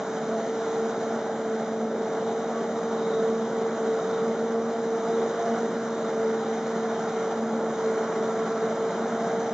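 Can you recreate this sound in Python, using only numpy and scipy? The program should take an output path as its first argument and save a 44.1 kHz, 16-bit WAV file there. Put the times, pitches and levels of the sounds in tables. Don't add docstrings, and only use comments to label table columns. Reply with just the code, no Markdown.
import sys
import numpy as np
from scipy import signal
from scipy.fft import rfft, irfft
from scipy.io import wavfile
from scipy.ndimage import uniform_filter1d

SR = 44100
rng = np.random.default_rng(int(sys.argv[2]) if len(sys.argv) > 2 else 0)


def gain_from_db(level_db):
    decades = np.asarray(level_db, float) / 20
    return 10 ** decades


def wav_record(signal):
    frames = np.transpose(np.atleast_2d(signal))
    bounded = np.clip(frames, -1, 1)
    quanta = np.round(bounded * 32767).astype(np.int16)
    wavfile.write(sys.argv[1], SR, quanta)


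N = 420273
CUTS_PER_CRANK = 7.47

# (t/s, length/s, gain/dB)
MOUTHFULS = [(.75, 0.52, 4), (1.5, 0.12, 3.5), (2.2, 0.43, 3.5), (3.2, 0.46, 7), (3.62, 0.17, 4.5),
             (3.92, 0.21, 7), (4.2, 0.29, 6), (4.55, 0.37, 4.5), (4.92, 0.23, 6), (5.17, 0.28, 6),
             (5.55, .4, 3.5), (6.24, 0.19, 8), (6.48, 0.26, 4), (6.85, .15, 3.5), (7.2, .2, 4.5),
             (7.62, .12, 5.5), (7.88, 0.25, 6), (8.22, .35, 4.5), (8.63, .12, 5), (8.84, .12, 7),
             (9.37, 0.18, 3.5)]


def evened(x):
    return x / np.sqrt(np.mean(abs(x) ** 2) + 1e-20)


def read(points, hz):
    f, *values = np.transpose(points)
    return [np.interp(np.log(hz + 1), np.log(f + 1), v) for v in values]


def along(rows):
    s, value = np.transpose(rows)
    return np.interp(np.arange(N) / SR, s, value)


def swells(rows):
    t = np.arange(0, N, 64) / SR
    db = sum(gain_db * np.exp(-(2 * (t - s) / length) ** 2) for s, length, gain_db in rows)
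    return np.interp(np.arange(N) / SR, t, db)


def wander(hz):
    z = rfft(rng.standard_normal(N))
    return evened(irfft(z * np.exp(-(np.fft.rfftfreq(N, 1 / SR) / hz) ** 2), N))


def tone(turns, db, rough, rough_hz):
    shake = evened(1 + rough * (wander(rough_hz) + 1j * wander(rough_hz)))
    carrier = np.exp(2j * np.pi * (turns + rng.random()))
    return gain_from_db(db) * np.sqrt(2) * (shake * carrier).real


def wash(colour, patchy_db, size=1024):
    # (f/Hz, likeness/0-1, left lead/rad, left-right level/dB)
    ports = [(450, 1, -.12, 0), (900, 0.98, 0.12, -0.3), (1700, 0.95, -0.18, -2), (2500, 0.87, 0.12, -1),
             (2930, .65, 0.82, 2), (3080, 0.97, 0.51, 10.5), (3236, .45, -0.95, 4.5), (3600, .8, -0.56, 0),
             (3750, 0.98, -1, 3.5), (3850, 0.6, -1.2, 6), (4380, 0.3, 0.013, -2.5), (5000, 0.9, -0.68, 2.5),
             (6200, .91, -1, 2), (7840, 0.4, -1.46, -1)]
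    hop = size // 4
    frames, hz = N // hop + 5, np.fft.rfftfreq(size, 1 / SR)
    a, b, c, d, patches = rng.standard_normal((frames, len(hz), 5)).T
    patches = uniform_filter1d(patches, size=12, axis=0)
    patches = evened(uniform_filter1d(patches, size=12, axis=1))

    same, lead, tilt_db = (v[:, None] for v in read(ports, hz))
    apart = (hz ** 3 / (hz ** 3 + 750 ** 3))[:, None]
    same = 1 - apart * (1 - np.clip(same, 0, 1))
    left = a + 1j * b
    right = same * left + np.sqrt(1 - same ** 2) * (c + 1j * d)
    port = gain_from_db(apart * tilt_db / 2) * np.exp(.5j * apart * lead)
    z = np.array([left * port, right / port])
    z *= gain_from_db(read(colour, hz)[0][:, None] + patchy_db * patches)
    return evened(signal.istft(z, nperseg=size, noverlap=size - hop)[1][:, :N])


def knife_turns():
    # (t/s, second knife harmonic f/Hz)
    speed = [(.2, 445.5), (.65, 453), (1.1, 453), (1.65, 445.2), (2.25, 451), (2.7, 458.5), (3.1, 451.5),
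             (3.5, 454.3), (3.95, 451.5), (4.25, 456), (4.7, 457.8), (4.95, 456), (5.4, 460.9),
             (5.85, 455.5), (6.2, 451), (6.7, 452.5), (8.55, 448.7), (9.05, 456)]
    sag_hz_per_db = 0.5
    hz = along(speed) - sag_hz_per_db * swells(MOUTHFULS)
    return np.cumsum(uniform_filter1d(hz, size=8000)) / SR / 2


def tractor_tones():
    # (order of the engine cycle, level/dB)
    orders = [(5, -91), (6, -79), (7, -66), (8, -58), (10, -59.5)]
    cycle_hz = 16.65
    turns = np.cumsum(cycle_hz * (1 + 0.00291 * wander(0.43))) / SR
    return sum(tone(order * turns, db, 0.15, 1.9) for order, db in orders)


def roar(flow_db, near_db, bites):
    # (f/Hz, density/dB per Hz)
    colour = [(45, -62), (70, -43.5), (110, -18), (180, 0), (226, 4.5), (270, 0), (315, -5), (395, 5),
              (440, 4.5), (480, -4), (520, 2.5), (685, 3.5), (860, -1.5), (1100, -33.5)]
    level_db = -33 + 0.34 * flow_db + 0.63 * near_db + 0.5 * bites
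    return gain_from_db(level_db) * wash(colour, 1.4, size=4096)


def clatter(flow_db, near_db, bites):
    # (f/Hz, density/dB per Hz)
    colour = [(700, -26), (900, 0.5), (1100, -2), (1400, -0.5), (1700, -7), (2050, -10), (2300, -16),
              (2600, -19.5), (3000, -39)]
    level_db = -40.97 + flow_db + near_db + 0.64 * bites
    return gain_from_db(level_db) * wash(colour, 0.86)


def crop_hiss(flow_db, near_db, bites):
    # (f/Hz, density/dB per Hz)
    colour = [(2200, -27.5), (2700, -8), (3080, -3), (3400, -4.5), (3750, -2), (4200, -2.5), (5000, -2),
              (5800, -2), (6200, -1), (6900, -3), (7400, -6), (7700, -14.5), (7850, -20.5), (8100, -22.5)]
    level_db = -49 + flow_db + 0.6 * near_db + 0.64 * bites
    return gain_from_db(level_db) * wash(colour, 1.1)


def spout_ring(flow_db):
    # (f/Hz, density/dB per Hz)
    colour = [(3200, -31), (3550, -7.5), (3780, -1), (4000, -8.5), (4400, -32)]
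    # (t/s, length/s, gain/dB)
    lumps = [
        (.67, .2, 3),
        (2.35, 0.23, 5),
        (3.12, .4, 8),
        (4.1, 0.34, 5.5),
        (5.2, 0.24, 3),
        (6.05, .2, 4.5),
        (7.5, .3, -6),
        (8.03, .2, -8),
    ]
    return gain_from_db(-59 + 0.9 * flow_db + swells(lumps)) * wash(colour, 0.64)


def machine_noise():
    # (t/s, level/dB re usual)
    feed = [(0, 0.5), (.7, 1.5), (1.1, 1), (1.35, -1), (1.6, 0.5), (1.88, -2.5), (2.15, 0), (3.1, 0.5),
            (3.45, -.5), (4.15, 1), (4.62, -2), (5.0, 0.5), (5.5, 1.5), (5.7, 0), (7.25, 1), (7.55, -1.5),
            (7.9, 1), (9.53, .5)]
    flow_db = along(feed)
    near_db = 0.23 * np.arange(N) / SR
    bites = wander(35)
    knife = 2 * np.pi * knife_turns()
    throb = 0.04 * np.cos(knife) + 0.045 * np.cos(2 * knife / CUTS_PER_CRANK)
    upper = clatter(flow_db, near_db, bites) + crop_hiss(flow_db, near_db, bites) + spout_ring(flow_db)
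    return roar(flow_db, near_db, bites) + (1 + throb) * upper


def knocks():
    # (t/s, peak level/dB)
    cobs = [
        (1.295, -17),
        (1.607, -18),
        (5.26, -17.5),
        (5.56, -22.5),
        (6.08, -22.5),
        (6.537, -23),
    ]
    ring_hz, t60_s, gain_db = 640, 0.018, 2
    t, blows = np.arange(2000) / SR, np.zeros(N)
    for s, db in cobs:
        blows[round(s * SR)] = gain_from_db(db + gain_db)
    onset = np.minimum(t / 0.0017, 1)
    ring = np.sin(2 * np.pi * ring_hz * t) * gain_from_db(-60 * t / t60_s) * onset
    return signal.oaconvolve(blows, ring)[:N]


def harvester_tones():
    # (crank order, level/dB)
    engine = [(2, -73.5), (3, -85), (5, -61.5), (6, -56), (10, -48.5), (11.25, -58), (13, -55)]
    # (t/s, length/s, gain/dB)
    beats = [(.05, .25, -11), (.32, 0.13, 2.5), (.6, 0.29, -23), (.8, .1, 7.5), (1.0, 0.086, -6.5),
             (1.3, 0.089, -0.5), (1.75, 0.5, 4.5), (2.11, 0.16, -15), (2.8, 0.091, 4.5), (3.15, 0.17, -5),
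             (3.6, 0.76, 3), (4.07, 0.21, -21), (4.58, .3, 5), (4.97, 0.19, -4), (5.38, .15, -11),
             (5.57, .18, 6), (6.12, .1, -5), (6.7, 0.62, 2), (7.22, .15, -18), (7.48, 0.2, 7.5),
             (7.82, .15, -5), (8.63, 0.079, -6.5), (8.83, 0.097, -10), (9.1, 0.18, 2), (9.38, 0.19, -6.5)]
    # (t/s, length/s, gain/dB)
    third = [(.4, .35, 12.5), (1.0, .4, 5), (1.6, 0.39, 5), (2.7, 0.42, 6.5), (4.05, 0.27, 8), (4.6, .4, 6),
             (5.05, .3, 9), (5.45, .45, 13), (6.25, 0.25, 7), (6.9, 0.46, 7), (8.6, 0.61, 10.5),
             (9.2, .5, 10)]
    fifth = [
        (1.45, .5, 4),
        (2.4, 0.98, 9.8),
        (3.45, 1.1, 11.8),
        (4.6, .7, 8),
        (5.25, 0.57, 10),
        (7.3, .4, 7),
        (8.3, 1.2, 11),
    ]
    sixth = [
        (.6, .5, 5),
        (2.1, .5, 4),
        (4.95, .5, 7.7),
        (5.9, .5, 5),
        (7.2, 1.2, 8),
        (8.3, 0.71, 11),
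        (8.95, 0.63, 11),
    ]
    knife = knife_turns()
    out = tone(knife, -37 + swells(beats), 0.28, 16)
    out += tone(2 * knife, -33 + swells(MOUTHFULS), 0.14, 14)
    out += tone(3 * knife, -48 + swells(third), 0.52, 12)
    out += tone(5 * knife, -58 + swells(fifth), 0.63, 12)
    out += tone(6 * knife, -60.3 + swells(sixth), 0.41, 15)
    return out + sum(tone(order * knife / CUTS_PER_CRANK, db, 0.17, 3.0) for order, db in engine)


def scene():
    ahead = tractor_tones() + knocks() + harvester_tones()
    lean = signal.sosfiltfilt(signal.butter(2, 330, "high", fs=SR, output="sos"), ahead)
    return machine_noise() + ahead + gain_from_db(-27.5) * np.array([-lean, lean])


def low_pass(x):
    return signal.sosfilt(signal.butter(12, 8260, fs=SR, output="sos"), x)


def record(dry):
    # (f/Hz, width/Hz)
    notches = [(2600, 255), (4600, 710), (5428, 350), (7905, 800)]
    dry = signal.sosfilt(signal.butter(4, 52, "high", fs=SR, output="sos"), dry)
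    for hz, width in notches:
        dry = signal.lfilter(*signal.iirnotch(hz, hz / width, SR), dry)
    edge = signal.firwin(1501, 8015, window=("kaiser", 8), fs=SR)
    return low_pass(signal.oaconvolve(dry, edge[None], "same"))


dry = scene()
out = record(dry)
wav_record(out)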